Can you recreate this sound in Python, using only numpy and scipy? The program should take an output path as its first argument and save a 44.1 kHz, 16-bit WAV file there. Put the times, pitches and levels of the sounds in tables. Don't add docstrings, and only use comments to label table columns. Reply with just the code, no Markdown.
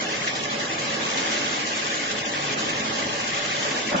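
import sys
import numpy as np
from scipy import signal
from scipy.fft import rfft, irfft
from scipy.io import wavfile
from scipy.ndimage import uniform_filter1d

SR = 44100
rng = np.random.default_rng(int(sys.argv[2]) if len(sys.argv) > 2 else 0)


def master_out(mix):
    frames = np.transpose(np.atleast_2d(mix))
    ceiling = np.clip(frames, -1, 1)
    pcm = np.round(ceiling * 32767).astype(np.int16)
    wavfile.write(sys.argv[1], SR, pcm)


N = 176400


def amp(db):
    return 10 ** (np.asarray(db) / 20)

def unit(x):
    return x / np.sqrt(np.mean(x ** 2) + 1e-20)

def noise(length=N):
    return rng.standard_normal((2, length))

def by_hz(points, hz):
    pitch_hz, value = np.transpose(points)
    return np.interp(np.log(hz + 1), np.log(pitch_hz + 1), value)

def swell(points):
    level = np.interp(np.arange(N) / SR, *np.transpose(points))
    return level - level.mean()

def wander(lo_hz, hi_hz):
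    hz = np.fft.rfftfreq(N, 1 / SR)
    return unit(irfft(rfft(rng.standard_normal(N)) * (hz > lo_hz) / (1 + (hz / hi_hz) ** 2), N))

def bumps(rows, width_s):
    t = np.arange(N) / SR
    return sum(db * np.exp(-.5 * ((t - centre_s) / width_s) ** 2) for centre_s, db in rows)

def resonance(hz, centre_hz, width_hz):
    return 1 / (1 + ((hz - centre_hz) / (.75 * width_hz)) ** 2) ** 2

def patchy(pair, depth_db, bins, frames):
    window = dict(nperseg=512, noverlap=384)
    bands = signal.stft([pair[0] + pair[1], pair[0] - pair[1]], **window)[2]
    patches = uniform_filter1d(rng.standard_normal(bands.shape), bins, axis=1)
    patches = unit(uniform_filter1d(patches, frames, axis=2))
    gain = amp(depth_db * np.minimum(patches, .7))
    mid, side = signal.istft(bands * gain, **window)[1][:, :N]
    return unit(np.array([mid + side, mid - side]))

# pitch_hz, coherence_ratio
MIC_COHERENCE = [(30, .8), (100, .98), (320, .82), (450, .56), (580, .54), (720, .2), (880, .3), (960, .68),
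                 (1030, .55), (1140, .1), (1250, .3), (1340, .79), (1430, .82), (1600, .35), (1680, .55),
                 (1780, .4), (1950, .65), (2130, .62), (2300, .17), (2480, .42), (2850, .5), (3000, .25),
                 (3700, .14), (7500, .1)]
# pitch_hz, left_lead_rad
MIC_PHASE = [(340, 0), (560, -1), (750, -.6), (980, -2.9), (1200, -3.1), (1440, -3.3), (1700, -6.1),
             (2200, -6.6), (2450, -8.6), (2750, -9.4), (3100, -11.2), (3600, -11.8)]
# pitch_hz, left_minus_right_db
MIC_BALANCE = [(500, -0.5), (1150, -0.5), (1500, 0.5), (1750, -1), (2300, 2.5), (2600, -2), (2820, 7),
               (2950, 0.5), (4400, -2), (6200, -1.5), (6900, -4), (7400, 2)]

def at_mics(pair, colour):
    hz = np.fft.rfftfreq(pair.shape[1], 1 / SR)
    left, unrelated = rfft(pair)
    coherence = np.clip(by_hz(MIC_COHERENCE, hz), 0, .98)
    right = coherence * left + np.sqrt(1 - coherence ** 2) * unrelated
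    right *= np.exp(-1j * by_hz(MIC_PHASE, hz))
    tilt = amp(by_hz(MIC_BALANCE, hz) / 2)
    return unit(irfft(np.array([left * tilt, right / tilt]) * colour(hz), pair.shape[1]))

def burst(modes, start_s, level_db, rise_s, t60_s):
    def colour(hz):
        return np.sqrt(sum(amp(db) ** 2 / width * resonance(hz, f, width) for f, width, db in modes))
    age = np.arange(SR // 2) / SR
    ring = at_mics(noise(len(age)), colour)
    attack = np.minimum(age / rise_s, 1)
    decay = np.exp(-np.log(1000) * np.maximum(age - rise_s, 0) / t60_s)
    return np.pad(amp(level_db) * attack * decay * ring, ((0, 0), (round(start_s * SR), N)))[:, :N]

# pitch_hz, level_db
DRUM_SPECTRUM = [(25, -36.5), (55, -31.5), (75, -16), (100, -7.5), (170, -4), (300, -1.5), (370, -4),
                 (490, -1), (750, -3), (920, -3), (1400, -7.5), (2500, -21)]
# pitch_hz, width_hz, over_spectrum_db
HOUSING_MODES = [(145.6, 12, 6.5), (219.6, 11, 8), (264.2, 8.7, 8), (322.5, 19, 5.5), (426, 20, 4.5),
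                 (573.5, 47, 5), (777, 47, 0.5), (1110, 61, 3)]
# time_s, level_db
DRUM_SWELL = [(0, 1), (.6, 0.5), (.95, 1.5), (1.2, 3.1), (1.55, 1.5), (1.95, -0.5), (2.3, 0.6), (2.65, 2.5),
              (2.85, 1.5), (3.03, 3), (3.3, 0), (3.55, 0.3), (3.7, 3.5), (4, -0.5)]
# time_s, level_db
BASS_SWELL = [(0, -1.5), (.7, 2), (1.3, -3), (1.8, -2), (2.3, 1), (3.1, 2.5), (4, -2)]

def drum(level_db=-30.5, bass_edge_hz=170):
    def colour(hz):
        housing = sum(amp(db) ** 2 * resonance(hz, f, width) for f, width, db in HOUSING_MODES)
        return amp(by_hz(DRUM_SPECTRUM, hz)) * np.sqrt(1 + housing)
    rumble = patchy(at_mics(noise(), colour), depth_db=.6, bins=2, frames=20)
    bass = signal.sosfiltfilt(signal.butter(4, bass_edge_hz, fs=SR, output="sos"), rumble)
    return amp(level_db + swell(DRUM_SWELL)) * (rumble - bass + amp(swell(BASS_SWELL)) * bass)

# pitch_hz, level_db
RASP_SPECTRUM = [(200, -41), (900, -12.5), (1050, -3.5), (1230, -5.5), (1400, 2), (1700, -2.5),
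                 (2100, -0.5), (2330, -2.5), (2600, -0.8), (2900, -1.5), (3600, -8), (5000, -8.5),
                 (7600, -22.5)]

def rasp():
    scrape = at_mics(noise(), lambda hz: amp(by_hz(RASP_SPECTRUM, hz)))
    return patchy(scrape, depth_db=2, bins=4, frames=14)

def splatter(splats_per_s=160, spread_db=2.2, decay_s=.006):
    hits = rng.random(N) < splats_per_s / SR
    sizes = amp(spread_db * np.minimum(rng.exponential(1, N), 3))
    power = signal.lfilter([1], [1, -np.exp(-2 / (decay_s * SR))], (hits * sizes) ** 2)
    return unit(np.sqrt(power) * noise())

# pitch_hz, level_db
SPRAY_SPECTRUM = [(800, -31.5), (1400, -13.5), (2000, -10.5), (3300, 1.8), (4200, -1), (5500, 1.05),
                  (6400, 1.7), (7500, 1)]

def spray(hiss_db=-29.5, splatter_db=-33.5):
    drops = amp(hiss_db) * noise() + amp(splatter_db) * splatter()
    hiss = at_mics(drops, lambda hz: amp(by_hz(SPRAY_SPECTRUM, hz)))
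    return np.std(drops) * patchy(hiss, depth_db=2.4, bins=9, frames=11)

# time_s, level_db
PULP_SWELL = [(0, -.7), (.45, -1.5), (.8, -0.14), (1.05, 0.11), (1.3, 1.4), (1.6, 0.44), (1.95, 0.46),
              (2.25, -0.73), (2.55, 0.19), (2.85, -0.66), (3.15, -.3), (3.5, 0.87), (3.8, -0.14),
              (4, -0.24)]
# time_s, spray_change_db
PULP_SLOSHES = [(.13, 0.5), (.235, 1), (.605, 2), (.74, 1.5), (.83, 0.5), (1.18, 2.5), (1.32, 3), (1.39, 3),
                (2.045, -1.5), (2.11, 1.5), (2.495, 0), (2.595, 2), (2.705, 2.5), (3.0, 4), (3.35, 2.5),
                (3.645, 4), (3.79, 1.5)]
# time_s, spray_change_db
HISS_LULLS = [(.185, -3.5), (.465, -2.5), (.685, -5), (.77, -6.5), (2.15, -3), (2.235, -3.5), (2.305, -2.5),
              (2.56, -7), (2.75, -2), (2.875, 0.5), (3.125, -2.5), (3.175, -1), (3.675, -1.5), (3.855, -3),
              (3.945, -6)]

def paddles(sweep_hz=11.95, first_peak_s=.023, depth_db=1.04, flutter_db=.5, rasp_db=-30):
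    t = np.arange(N) / SR
    pulse_db = depth_db * np.cos(2 * np.pi * sweep_hz * (t - first_peak_s))
    pulse_db += flutter_db * wander(4, 23)
    pulse_db += bumps(PULP_SLOSHES, width_s=.013) + bumps(HISS_LULLS, width_s=.011)
    pulp = amp(rasp_db + .45 * pulse_db) * rasp() + amp(pulse_db) * spray()
    return amp(swell(PULP_SWELL)) * pulp

# pitch_hz, level_db
SCREEN_MODES = [(1600, -3), (1700, -1), (1810, -1), (1935, -1), (2100, 0), (2225, -2), (2470, -1),
                (2660, -0.5), (3080, -3.5), (3290, -2.5), (3490, -2.5), (3730, -3.5), (3980, -4.5)]

def seed_pings(level_db=-34.5, per_mode_per_s=18, t60_s=.055, detune=.025):
    age = np.arange(SR // 12) / SR
    decay = np.exp(-np.log(1000) * age / t60_s)
    pair = np.zeros((2, N + SR))
    for hz, db in SCREEN_MODES:
        for when, channel, tuning, force in rng.random((round(per_mode_per_s * N / SR), 4)):
            pitch_hz = hz * (1 + detune * (2 * tuning - 1))
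            ring = np.sin(2 * np.pi * pitch_hz * age) * decay
            pair[round(channel), round(when * N):][:len(age)] += amp(db) * (.5 + force) * ring
    return amp(level_db + swell(PULP_SWELL)) * at_mics(pair[:, :N], np.ones_like)

# start_s, pitch_hz, level_db
JUICE_SQUIRTS = [(.14, 2050, -31), (1.17, 3600, -29.5), (1.311, 5900, -32.5), (1.77, 3550, -33),
                 (1.95, 6950, -31.5), (2.485, 2500, -29.5), (2.505, 3400, -33), (2.59, 6400, -35),
                 (2.695, 2520, -32), (3.51, 2330, -32), (3.555, 3500, -33), (3.888, 2180, -27.5)]

def squirts(width_hz=320):
    return sum(burst([(hz, width_hz, 0)], start_s, level_db, rise_s=.009, t60_s=.12)
               for start_s, hz, level_db in JUICE_SQUIRTS)

# pitch_hz, width_hz, level_db
STEEL_MODES = [(1850, 280, 6.5), (2120, 90, 0.5), (2580, 200, -6), (3500, 580, 3), (5400, 700, -1.5)]

def stone_clack():
    return burst(STEEL_MODES, start_s=.273, level_db=-21.5, rise_s=.004, t60_s=.15)

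# pitch_hz, width_hz, level_db
PANEL_MODES = [(221, 70, 3.5), (312, 66, -1.5), (573, 110, 6.5), (970, 260, 4), (1410, 130, 4.5),
               (1860, 200, -15), (2320, 280, -4)]

def lump_thud(roughness_db=2):
    thud = burst(PANEL_MODES, start_s=3.905, level_db=-22.5, rise_s=.034, t60_s=1)
    return thud * unit(amp(roughness_db * wander(20, 60)))

def noise_gate(pair, threshold_db=-1.9, slope_db_per_db=6, max_cut_db=20, above_hz=850):
    window = dict(nperseg=1024, noverlap=768)
    hz, _, bands = signal.stft([pair[0] + pair[1], pair[0] - pair[1]], SR, **window)
    power = uniform_filter1d(abs(bands) ** 2, size=4, axis=1)
    power = uniform_filter1d(power, size=8, axis=2)
    level_db = 10 * np.log10(abs(power) + 1e-20)
    usual_db = uniform_filter1d(level_db.mean(axis=2, keepdims=True), size=13, axis=1)
    shortfall_db = usual_db + threshold_db - level_db
    cut_db = np.clip(slope_db_per_db * shortfall_db, 0, max_cut_db) * (hz > above_hz)[:, None]
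    mid, side = signal.istft(bands * amp(-cut_db), **window)[1][:, :N]
    return np.array([mid + side, mid - side]) / 2

def scene():
    knocks = stone_clack() + lump_thud()
    return drum() + paddles() + seed_pings() + squirts() + knocks

def record(dry):
    lowpass = signal.firwin(1501, 7560, window=("kaiser", 9), fs=SR)
    return signal.oaconvolve(noise_gate(dry), lowpass[None], "same")


dry = scene()
out = record(dry)
master_out(out)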